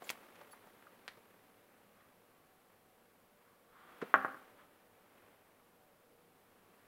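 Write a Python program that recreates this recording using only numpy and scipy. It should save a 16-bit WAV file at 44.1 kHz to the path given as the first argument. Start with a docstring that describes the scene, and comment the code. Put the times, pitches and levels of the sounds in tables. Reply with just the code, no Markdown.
"""A plastic case creaks in the grip, right at the microphone of a hand-held camera moving under a car.
Close by, fingers scuff and squeak and a sleeve rustles with the arm; one dry tick comes from a little
way off. About four seconds in, a soft bump leads to a hard knock that rebounds and rings a hollow panel.
The place is a quiet garage workshop: faint room air, a weak hum and microphone hiss lie beneath."""
import sys
import numpy as np
from scipy import signal
from scipy.fft import rfft, irfft
from scipy.io import wavfile
from scipy.ndimage import uniform_filter1d

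SR = 44100
rng = np.random.default_rng(int(sys.argv[2]) if len(sys.argv) > 2 else 0)


def inscribe(sig):
    """Save sig as 16-bit PCM at rate SR to the path in sys.argv[1].

    A 1-D sig is mono; a 2-D sig holds one channel per row.
    Samples are clipped to [-1, 1] before scaling.
    """
    pcm = np.round(np.clip(np.atleast_2d(sig).T, -1, 1) * 32767)
    wavfile.write(sys.argv[1], SR, pcm.astype(np.int16))


N = 302967
TIME = np.arange(N) / SR

# workshop air and microphone hiss: (frequency [Hz], relative level [dB])
AIR_COLOUR = [(20, -11.5), (40, -14), (78, -15.5), (102, -2.5), (130, -12.5), (165, -4), (200, -3.5),
              (330, -7.5), (500, -4.5), (680, -8), (1200, -11), (2300, -18), (6500, -27.5), (13000, -21),
              (16000, -25)]
# partials of the workshop hum: (frequency [Hz], level [dB])
HUM_PARTIALS = [(474, -84.5), (585, -87), (754, -87), (1130, -87.5)]
# moves of the arm and grip: (start [s], attack [s], t60 [s], cloth level [dB], hiss level [dB])
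ARM_MOVES = [(0, 0.01, 9.1, -61, -71.5), (.015, 0.082, 0.13, -58, -57), (3.75, 0.36, 2.84, -59, -75.5),
             (4.7, 0.56, 2, -68, -87), (6.0, 0.89, 4.3, -70, -81.5)]
# rustling cloth: (frequency [Hz], relative level [dB])
CLOTH_COLOUR = [(80, -42.5), (150, -14.5), (220, -1), (300, -1.5), (500, 0.5), (800, -4), (1170, -3.5),
                (1600, -5.5), (2300, -8.5), (3300, -14.5), (4600, -28), (8000, -28.5), (16000, -22)]
# bright hiss of the cloth and of the grip sliding, and after the knocks: (frequency [Hz], relative level [dB])
HISS_COLOUR = [(1000, -21.5), (4000, -0.5), (7000, -10), (11000, -1.5), (16000, -5.5)]
# soft contacts of the hand, and at 4.01 s the soft bump that leads into the knock: (time [s], level [dB],
# centre [Hz], width [octaves], t60 [s])
SOFT_BUMPS = [(.019, -38.5, 550, 1.12, 0.033), (.040, -52, 7200, .15, .045),
              (0.354, -52.5, 1500, 1.1, 0.04), (.411, -45.5, 786, 1.04, 0.04),
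              (.508, -59.5, 4000, 2.7, .15), (.529, -48.5, 1120, 0.59, .04),
              (.666, -53.5, 680, 1.03, 0.073), (0.8228, -51.5, 1330, 0.77, .012),
              (.867, -47.5, 1260, .3, 0.021), (1.17, -54.5, 350, 1.4, .06), (4.014, -35, 1303, .7, 0.071),
              (4.014, -39, 235, .55, 0.14), (4.023, -33, 420, .55, .04)]
# snaps of the case in the grip: (time [s], level [dB], centre [Hz], width [octaves])
CASE_SNAPS = [(.0930, -25.5, 2520, 0.56), (.0950, -35, 7000, 0.53), (0.1022, -18.5, 1040, 1.55),
              (0.1074, -26, 10500, 0.91)]
# envelope of the grip's squeak: (start [s], attack [s], t60 [s])
SQUEAK_SWELL = (.509, .018, .06)
# partials of that squeak: (frequency [Hz], level [dB])
SQUEAK_PARTIALS = [(4517, -69.5), (11192, -59), (15353, -65)]
# tick a little way off: (time [s], level [dB])
DRY_TICK = (1.0796, -28)
# its spectrum: (frequency [Hz], relative level [dB])
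DRY_TICK_COLOUR = [(100, -17), (450, -2.5), (1100, 1.5), (1900, 7), (2800, -0.5), (4200, -1), (6500, -15.5),
                   (10500, -19), (16000, -30)]
# long strokes of something sliding against a hollow object: (start [s], attack [s], t60 [s], level [dB])
HOLLOW_STROKES = [(1.93, 0.081, 0.46, -67.5), (3.331, 0.15, .8, -72.5), (3.67, .16, 2.4, -61.5),
                  (4.57, 0.027, 0.17, -62.5)]
# their hollow spectrum: (frequency [Hz], relative level [dB])
STROKE_COLOUR = [(200, -24.5), (600, -14.5), (950, -6), (1160, 1.5), (1450, -3.5), (1900, -8),
                 (2900, -20.5), (3300, -14.5), (3700, -21), (6000, -36.5), (16000, -35.5)]
# the knock and its rebounds: (time [s], level [dB], tilt [dB/octave])
BLOWS = [(4.1412, -6, 1.5), (4.2478, -19.5, -2), (4.281, -33.5, -2.5), (4.336, -50, -3), (4.345, -38, -4.5)]
# a blow on the panel: (frequency [Hz], relative level [dB])
BLOW_COLOUR = [(50, -50), (110, -30.5), (250, -8), (500, -9.5), (850, -2), (990, -8), (1100, 2.5),
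               (1400, 1), (1600, -1.5), (1900, -9.5), (2200, -19.5), (3200, -33), (4200, -50),
               (6000, -60.5), (16000, -66.5)]
# ringing modes of the panel: (frequency [Hz], relative level [dB], t60 [s])
PANEL_MODES = [(102.5, -19.5, 0.36), (203.4, -10, 0.45), (265, -5.5, 0.46), (391.2, -5, 0.25),
               (525, -6.5, 0.41), (593, -3, 0.245), (653, -3.5, 0.21), (755, -12.5, 0.96), (788, -4, 0.39),
               (908, -11.5, 0.2), (1064, 1, 0.21), (1149, -5.5, 0.25), (1206, -1, 0.285),
               (1371, -3.5, 0.15), (1537, -2.5, 0.2), (1730, -8.5, 0.27), (1860, -9.5, .25),
               (2350, -10.5, 0.16), (2690, -22.5, 0.2)]
# echoes off floor and underbody: (delay [s], gain [ratio])
UNDERBODY_ECHOES = [(.00256, 0.1), (.00395, -0.32), (.00639, 0.32), (.00757, 0.12), (.00873, -0.239),
                    (0.0153, 0.15), (0.016, -0.08)]


def amp(db):
    """Decibels to gain."""
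    return 10 ** (np.asarray(db) / 20)


def unit_rms(x):
    """Scales to rms 1."""
    return x / np.sqrt(np.mean(x ** 2) + 1e-20)


def level_at(colour, hz):
    """Reads a spectrum in dB on a log-frequency axis."""
    points_hz, db = np.transpose(colour)
    return np.interp(np.log(hz + 1), np.log(points_hz + 1), db)


def add(mix, start, sound):
    """Mixes a sound in at start seconds."""
    part = mix[max(round(start * SR), 0):][:len(sound)]
    part += sound[:len(part)]


def noise(colour):
    """Noise of rms 1 with the given spectrum."""
    gain = amp(level_at(colour, np.fft.rfftfreq(N, 1 / SR)))
    return unit_rms(irfft(rfft(rng.standard_normal(N)) * gain, N))


def drift(top_hz):
    """Random wavering of rms 1, no faster than top_hz."""
    slow = np.fft.rfftfreq(N, 1 / SR) < top_hz
    return unit_rms(irfft(rfft(rng.standard_normal(N)) * slow, N))


def swell(start, attack, t60):
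    """An envelope that rises evenly, then dies away."""
    t = TIME - start
    return np.clip(t / attack, 0, 1) * np.exp(-np.log(1000) * np.maximum(t - attack, 0) / t60)


def hump(centre_hz, octaves):
    """A spectrum with one rounded peak and falling skirts."""
    hz = np.geomspace(20, SR / 2, 300)
    return np.c_[hz, -40 * np.log10(1 + (np.log2(hz / centre_hz) / octaves) ** 2 / 2)]


def pulse(colour, tilt_db=0, size=4096):
    """The shortest causal pulse with this spectrum, tilted by tilt_db per octave; peak 1."""
    hz = abs(np.fft.fftfreq(size, 1 / SR))
    log_gain = np.log(amp(level_at(colour, hz) + tilt_db * np.log2(np.maximum(hz, 100))))
    wave = np.fft.ifft(np.exp(np.conj(signal.hilbert(log_gain)))).real  # minimum phase
    return wave / abs(wave).max()


def scatter(t60, rise=0.0026):
    """Dense, colourless reflections that die away; energy about 1."""
    t = TIME[:SR]
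    decay = np.exp(-np.log(1000) * t / t60) * (1 - np.exp(-t / rise))
    tail = rng.standard_normal(SR) * decay
    for _ in range(2):  # evens out deep holes in the spectrum
        spectrum = rfft(tail)
        power = uniform_filter1d(abs(spectrum) ** 2, size=400)
        tail = irfft(spectrum / np.sqrt(power), SR)
    return tail * signal.windows.tukey(2 * SR, .5)[SR:]


def garage(x, near_db, near_t60, far_db, far_t60):
    """Close reflections under the car and the longer tail of the workshop beyond."""
    space = amp(near_db) * scatter(near_t60) + amp(far_db) * scatter(far_t60, rise=0.0027)
    return signal.fftconvolve(x, space)[:N]


def room_tone(air_db=-69, waver_db=5.0, wander_rad=0.8):
    """Workshop air with microphone hiss, and a weak hum that wavers in level and phase."""
    hum = np.zeros(N)
    for hz, db in HUM_PARTIALS:
        gain = amp(db + waver_db * drift(3)) * np.sqrt(2)
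        hum += gain * np.sin(2 * np.pi * hz * TIME + wander_rad * drift(17))
    return amp(air_db) * noise(AIR_COLOUR) + hum


def arm_rustle(rest_db=-78.5, grain_db=2):
    """Close to the microphone, cloth rubs unevenly as the arm moves, with a bright hiss above it; the grip
    slides hissing just before the creak."""
    cloth_power, hiss_power = amp(rest_db) ** 2, 0
    for start, attack, t60, cloth_db, hiss_db in ARM_MOVES:
        speed = swell(start, attack, t60)
        cloth_power += (amp(cloth_db) * speed) ** 2
        hiss_power += (amp(hiss_db) * speed) ** 2
    cloth = noise(CLOTH_COLOUR) * np.sqrt(cloth_power) * amp(grain_db * drift(77))
    return cloth + noise(HISS_COLOUR) * np.sqrt(hiss_power)


def scuff(hz, octaves, t60):
    """A short cluster of tiny blows through one resonance, peak 1."""
    sound = signal.fftconvolve(scatter(t60, rise=.003), pulse(hump(hz, octaves)))
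    return sound / abs(sound).max()


def soft_bumps(fidgets_per_s=2, fidget_db=-72.5):
    """The hand scuffs the camera case, and a soft bump leads into the knock; shifting fingers add faint dull
    thuds at random."""
    direct = np.zeros(N)
    for start, db, hz, octaves, t60 in SOFT_BUMPS:
        add(direct, start, amp(db) * scuff(hz, octaves, t60))
    fidgets = (rng.random(N) < fidgets_per_s / SR).astype(float)
    thud = scuff(hz=237, octaves=0.39, t60=0.22)
    direct += amp(fidget_db) * signal.fftconvolve(fidgets, thud)[:N]
    return direct + garage(direct, near_db=-13.0, near_t60=.1, far_db=-18, far_t60=.55)


def case_creak(grit_db=-3, grit_t60=0.01):
    """The plastic case slips in tiny gritty snaps right at the microphone."""
    snaps = np.zeros(N)
    for start, db, hz, octaves in CASE_SNAPS:
        add(snaps, start, amp(db) * pulse(hump(hz, octaves)))
    grit = amp(grit_db) * signal.fftconvolve(snaps, scatter(grit_t60, rise=.0001))[:N]
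    return snaps + grit + garage(snaps, near_db=-11.0, near_t60=0.076, far_db=-16.5, far_t60=0.23)


def grip_squeak(pitch_waver=0.0026):
    """Skin sticks and slips on the case: a few thin wavering partials."""
    warped_s = np.cumsum(1 + pitch_waver * drift(200)) / SR
    tone = sum(amp(db) * np.sqrt(2) * np.sin(2 * np.pi * hz * warped_s) for hz, db in SQUEAK_PARTIALS)
    return tone * swell(*SQUEAK_SWELL)


def tick():
    """One dry tick a little way from the microphone, with a quick spray of reflections."""
    start, db = DRY_TICK
    direct = np.zeros(N)
    add(direct, start, amp(db) * pulse(DRY_TICK_COLOUR))
    return direct + garage(direct, near_db=-1.5, near_t60=0.036, far_db=-8.0, far_t60=0.29)


def hollow_rub():
    """Something slides against a hollow object in longer strokes, each a swell of hollow noise."""
    strokes = sum(amp(db) * swell(start, attack, t60) for start, attack, t60, db in HOLLOW_STROKES)
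    return strokes * noise(STROKE_COLOUR)


def panel_knock(ring_db=-32.0, ring_rise_s=0.0018, room_tilt_db=3.5):
    """A blunt blow under the car rebounds: each hit rings the panel and echoes off floor and underbody."""
    t = TIME[:SR]
    ring = sum(amp(db) * np.exp(-np.log(1000) * t / t60) * np.sin(2 * np.pi * hz * t)
               for hz, db, t60 in PANEL_MODES)
    ring *= 1 - np.exp(-t / ring_rise_s)
    direct, into_room, ringing, echoes = np.zeros((4, N))
    for start, db, tilt_db in BLOWS:
        add(direct, start, amp(db) * pulse(BLOW_COLOUR, tilt_db))
        # the treble beams away into the room
        add(into_room, start, amp(db) * pulse(BLOW_COLOUR, tilt_db + room_tilt_db))
        add(ringing, start, amp(db + ring_db) * ring)
    for delay, gain in UNDERBODY_ECHOES:
        add(echoes, delay, gain * direct)
    room = garage(into_room, near_db=-7.5, near_t60=0.072, far_db=-10.0, far_t60=0.51)
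    return direct + ringing + echoes + room


def knock_hiss(relative_db=-61, attack=.006, t60=0.86, grain_db=3.0):
    """A faint gritty hiss trails each blow."""
    trail = sum(amp(db + relative_db) * swell(start, attack, t60) for start, db, _ in BLOWS)
    return trail * noise(HISS_COLOUR) * amp(grain_db * drift(120.3))


def scene():
    """Everything as it reaches the one microphone under the car."""
    impacts = panel_knock() + knock_hiss() + tick()
    handling = case_creak() + soft_bumps() + grip_squeak() + arm_rustle() + hollow_rub()
    return (impacts + handling + room_tone())[None]


def record(dry):
    """The camera cuts off the treble above 15.85 kHz."""
    lowpass = signal.firwin(511, 15850, window=("kaiser", 9), fs=SR)
    return signal.oaconvolve(dry, lowpass[None], "same")


dry = scene()
out = record(dry)
inscribe(out)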